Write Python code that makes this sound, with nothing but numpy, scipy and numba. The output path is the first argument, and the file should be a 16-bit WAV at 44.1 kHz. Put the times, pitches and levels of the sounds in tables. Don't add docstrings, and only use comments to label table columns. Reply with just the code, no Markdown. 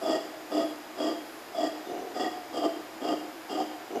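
import sys
import numpy as np
from scipy import signal
from scipy.fft import rfft, irfft
from scipy.io import wavfile
from numba import njit

SR = 44100
rng = np.random.default_rng(int(sys.argv[2]) if len(sys.argv) > 2 else 0)


def log_audio(samples):
    frames = np.atleast_2d(samples).T
    limited = np.clip(frames, -1, 1)
    pcm = np.round(limited * 32767).astype(np.int16)
    wavfile.write(sys.argv[1], SR, pcm)


N = 176400

# start_s, end_s, level_db, sac_db, mouth_db's tone mouth_hz, mouth_db,
# mouth_surge_s, nasal_db, rasp_ring_hz, rasp_db, rasp_surge_s, lower_ring_db
BARKS = [(0.000, 0.163, 0, 2, 656, -0.5, 0.075, 0.5, 3360, 3, 0.13, -2),
         (0.487, 0.64, -.5, 4, 660, -1, 0.11, -3, 3380, 0.5, 0.093, -1.5),
         (0.948, 1.114, -1, 2.5, 660, -1, 0.072, -0.5, 3273, 1.5, 0.099, -2),
         (1.527, 1.675, -4, 4, 665, 6, 0.086, 4, 3330, 4.5, 0.091, -4.5),
         (2.135, 2.262, -.5, 0.5, 732, 0.5, 0.14, 6.5, 3340, 2.5, .09, -1),
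         (2.514, 2.663, 1.5, 2, 677, -2, 0.112, -10, 3192, -1, 0.058, 0),
         (2.994, 3.129, 1.5, 1, 689, -2, 0.099, -9, 3210, -1.5, 0.095, 4),
         (3.481, 3.627, -1, 1.5, 728, -0.5, 0.13, -7, 3186, 3, 0.22, 3)]
# start_s, length_s, gain_db
INWARD_GRUNTS = [(1.852, 0.093, -6), (3.889, .125, -4.5)]
# centre_hz, width_hz, gain_db
THROAT_MODES = [(276.8, 38, -14), (375, 59, -2), (501.4, 76, -4), (629, 57, -5.5), (733, 120, -10),
                (1010, 63, -23), (1214.5, 37, -11.5)]
# centre_hz, width_hz, gain_db
RASP_MODES = [(3240, 280, -16.5), (4838, 78, -19.5), (4960, 580, -13.5), (5950, 500, -31.5),
              (7060, 200, -23.5), (7540, 400, -23.5), (3700, 7900, -23.5)]
# centre_hz, width_hz, gain_db
GRUNT_MODES = [(326, 110, -4.5), (391, 105, 2.5), (502, 170, -10), (710, 46, 0), (1220, 710, -36),
               (2880, 90, -21), (6000, 360, -23), (4570, 1900, -28)]
# delay_s, gain_db
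TRUNK_ECHOES = [(0.044, -24), (.11, -15), (0.158, -26.5)]
# centre_hz, width_hz, gain_db, t60_s
LINGERING_BANDS = [(329, 34, -5.5, 1.14), (675, 82, -6, 1.01)]
# pitch_hz, width_hz, level_db
INSECT_SHRILLS = [(4966, 210, -64), (6976, 450, -66)]
# peak_s, half_length_s, level_db
FIZZ_SWELLS = [(0.038, 0.06, -61), (0.637, 0.12, -62), (1.34, .09, -61), (3.44, 0.12, -66)]
# frequency_hz, relative_density_db
HUSH_SPECTRUM = [(25, -14), (55, -19), (110, -8.5), (180, -10), (320, 8.5), (480, 2.5), (750, 6),
                 (1000, 1.5), (1900, -2), (3000, -8), (5000, -11.5), (8500, -19), (11500, -18.5),
                 (15000, -21)]

BARK_FLAP_HZ, GRUNT_FLAP_HZ = 88, 115
JITTER, SHIMMER_DB, AIR_SHARE = .25, 2.4, .8
SAC_HZ, NASAL_HZ, CHEST_HZ, LOWER_RING_HZ = 314, 1900, 155, 2860
MOUTH_SURGE_DB, MOUTH_LEAD_S, RASP_SURGE_DB = 8, .012, 4
VOICE_GAIN_DB, HUSH_DB = -32.5, -44.5
WHINE_HZ, FRAME_HZ, WHINE_DB = 12275.5, 29.97, -66
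LOW_CUT_HZ, TOP_HZ = 130, 15050


def barks():
    out, t = np.zeros(N), np.arange(SR // 2) / SR
    for (start, end, level_db, sac_db, mouth_hz, mouth_db, mouth_surge_s, nasal_db,
         rasp_ring_hz, rasp_db, rasp_surge_s, lower_ring_db) in BARKS:
        length = end - start
        progress = np.minimum(t / length, 1)
        flaps, air = vocal_folds(t, BARK_FLAP_HZ)
        push = effort(t, length, swell_s=.08, onset_db=-5, release_s=.014)
        growl = flaps * push
        breath = air * effort(t, length, swell_s=.06, onset_db=-4, release_s=.016)
        breath *= undb(RASP_SURGE_DB * (swell(t, rasp_surge_s, .028) - 1.5))
        mouth_surge = undb(MOUTH_SURGE_DB * (swell(t, mouth_surge_s - MOUTH_LEAD_S, .018) - .5))
        sac_rise = 1 - .09 * np.exp(-t / .04)
        rasp_fall = 1 - .03 * (progress - .6)
        voice = sum(undb(db) * resonate(growl, hz * (1 + .015 * rng.standard_normal()), width)
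                    for hz, width, db in THROAT_MODES)
        voice += undb(sac_db) * resonate(growl * push, SAC_HZ * sac_rise, 32)
        voice += undb(mouth_db) * resonate(growl * mouth_surge, mouth_hz, 42)
        voice += undb(nasal_db - 11) * resonate(breath * progress, NASAL_HZ * sac_rise ** .16, 45)
        voice += undb(-26) * resonate(growl, CHEST_HZ, 45)
        rasp = sum(undb(db) * resonate(breath, hz * rasp_fall, width) for hz, width, db in RASP_MODES)
        rasp += undb(-15) * resonate(breath, rasp_ring_hz * rasp_fall, 60)
        rasp += undb(lower_ring_db - 17) * resonate(breath, LOWER_RING_HZ, 97)
        add(out, start, undb(level_db) * (voice + undb(rasp_db) * rasp))
    return out


def inward_grunts():
    out, t = np.zeros(N), np.arange(SR // 2) / SR
    for start, length, gain_db in INWARD_GRUNTS:
        flaps, _ = vocal_folds(t, GRUNT_FLAP_HZ)
        growl = flaps * effort(t, length, swell_s=.06, onset_db=-9, release_s=.11)
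        grunt = sum(undb(db) * resonate(growl, hz, width) for hz, width, db in GRUNT_MODES)
        add(out, start, undb(gain_db) * grunt)
    return out


def vocal_folds(t, flap_hz):
    chance = rng.standard_normal((128, 2))
    periods = np.exp(JITTER * chance[:, 0]) / flap_hz
    onsets = ((np.cumsum(periods) - periods) * SR).astype(int)
    inside = onsets < len(t)
    flaps = np.zeros(len(t))
    flaps[onsets[inside]] = undb(SHIMMER_DB * chance[inside, 1])
    airflow = signal.lfilter([1], [1, -np.exp(-1 / (.015 * SR))], flaps)
    puffs = unit(airflow * rng.standard_normal(len(t)))
    return unit(unit(flaps) + AIR_SHARE * puffs), unit(puffs + .17 * unit(flaps))


def effort(t, length, swell_s, onset_db, release_s):
    attack = np.clip(t / .02, 0, 1)
    build = undb(onset_db * np.clip(1 - t / swell_s, 0, 1))
    release = np.exp(-np.maximum(t - length, 0) / release_s)
    return attack * build * release


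def forest(calls):
    t = np.arange(SR) / SR

    def tail(t60_s):
        return unit(np.minimum(t / .02, 1) * undb(-60 * t / t60_s))

    noise = rng.standard_normal((3, SR))
    low = signal.sosfilt(signal.butter(2, 1100, fs=SR, output="sos"), noise[0])
    high = signal.sosfilt(signal.butter(2, 1500, "high", fs=SR, output="sos"), noise[1])
    response = undb(-10) * low * tail(t60_s=.7) + undb(-5) * high * tail(t60_s=.63)
    response += sum(undb(db) * unit(noise[2] * swell(t, delay, .0021)) for delay, db in TRUNK_ECHOES)
    for hz, width, db, t60_s in LINGERING_BANDS:
        band = moving_bandpass(rng.standard_normal(SR), np.full(SR, float(hz)), float(width))
        response += undb(db) * band * tail(t60_s)
    return calls + signal.fftconvolve(calls, response / np.sqrt(SR))[:N]


def bird():
    t = np.arange(N) / SR
    return undb(-58) * swell(t, 1.885, .025) * noise_band(hz=3600, width_hz=70)


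def insects():
    t = np.arange(N) / SR
    fizz_level = sum(undb(db) * swell(t, peak, half_length) for peak, half_length, db in FIZZ_SWELLS)
    fizz = fizz_level * noise_band(hz=11000, width_hz=2600)
    return fizz + sum(undb(db) * noise_band(hz, width) for hz, width, db in INSECT_SHRILLS)


def hush():
    hz, db = np.array(HUSH_SPECTRUM).T
    bin_hz = np.maximum(np.arange(N // 2 + 1) * SR / N, 1)
    colour = undb(np.interp(np.log(bin_hz), np.log(hz), db))
    return undb(HUSH_DB) * unit(irfft(rfft(rng.standard_normal(N)) * colour, N))


def camera_whine():
    t = np.arange(N) / SR
    return np.sqrt(2) * undb(WHINE_DB) * np.sin(2 * np.pi * WHINE_HZ * (t % (1 / FRAME_HZ)))


def noise_band(hz, width_hz):
    return resonate(rng.standard_normal(N), hz, width_hz)


def resonate(drive, hz, width_hz):
    centre_hz = hz * np.ones(len(drive))
    ring = moving_bandpass(drive, centre_hz, float(width_hz))
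    return unit(moving_bandpass(ring, centre_hz, 2. * width_hz)) * np.std(drive)


@njit
def moving_bandpass(x, hz, width_hz):
    out, band_state, low_state = np.empty(len(x)), 0., 0.
    for i in range(len(x)):
        tuning, damping = np.tan(np.pi * hz[i] / SR), width_hz / hz[i]
        band = (band_state + tuning * (x[i] - low_state)) / (1 + tuning * (tuning + damping))
        band_state = 2 * band - band_state
        low_state += 2 * tuning * band
        out[i] = damping * band
    return out


def swell(t, peak_s, half_length_s):
    return np.exp(-.5 * ((t - peak_s) / half_length_s) ** 2)


def add(out, start_s, sound):
    i = max(int(start_s * SR), 0)
    out[i:i + len(sound)] += sound[:N - i]


def undb(db):
    return 10 ** (np.asarray(db) / 20)


def unit(x):
    return x / np.sqrt(np.mean(x ** 2))


def scene():
    low_cut = signal.butter(4, LOW_CUT_HZ, "high", fs=SR, output="sos")
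    monkey = undb(VOICE_GAIN_DB) * signal.sosfilt(low_cut, barks() + inward_grunts())
    return (forest(monkey + bird()) + hush() + insects() + camera_whine())[None]


def record(dry):
    return signal.sosfilt(signal.ellip(10, .2, 80, TOP_HZ, fs=SR, output="sos"), dry)


dry = scene()
out = record(dry)
log_audio(out)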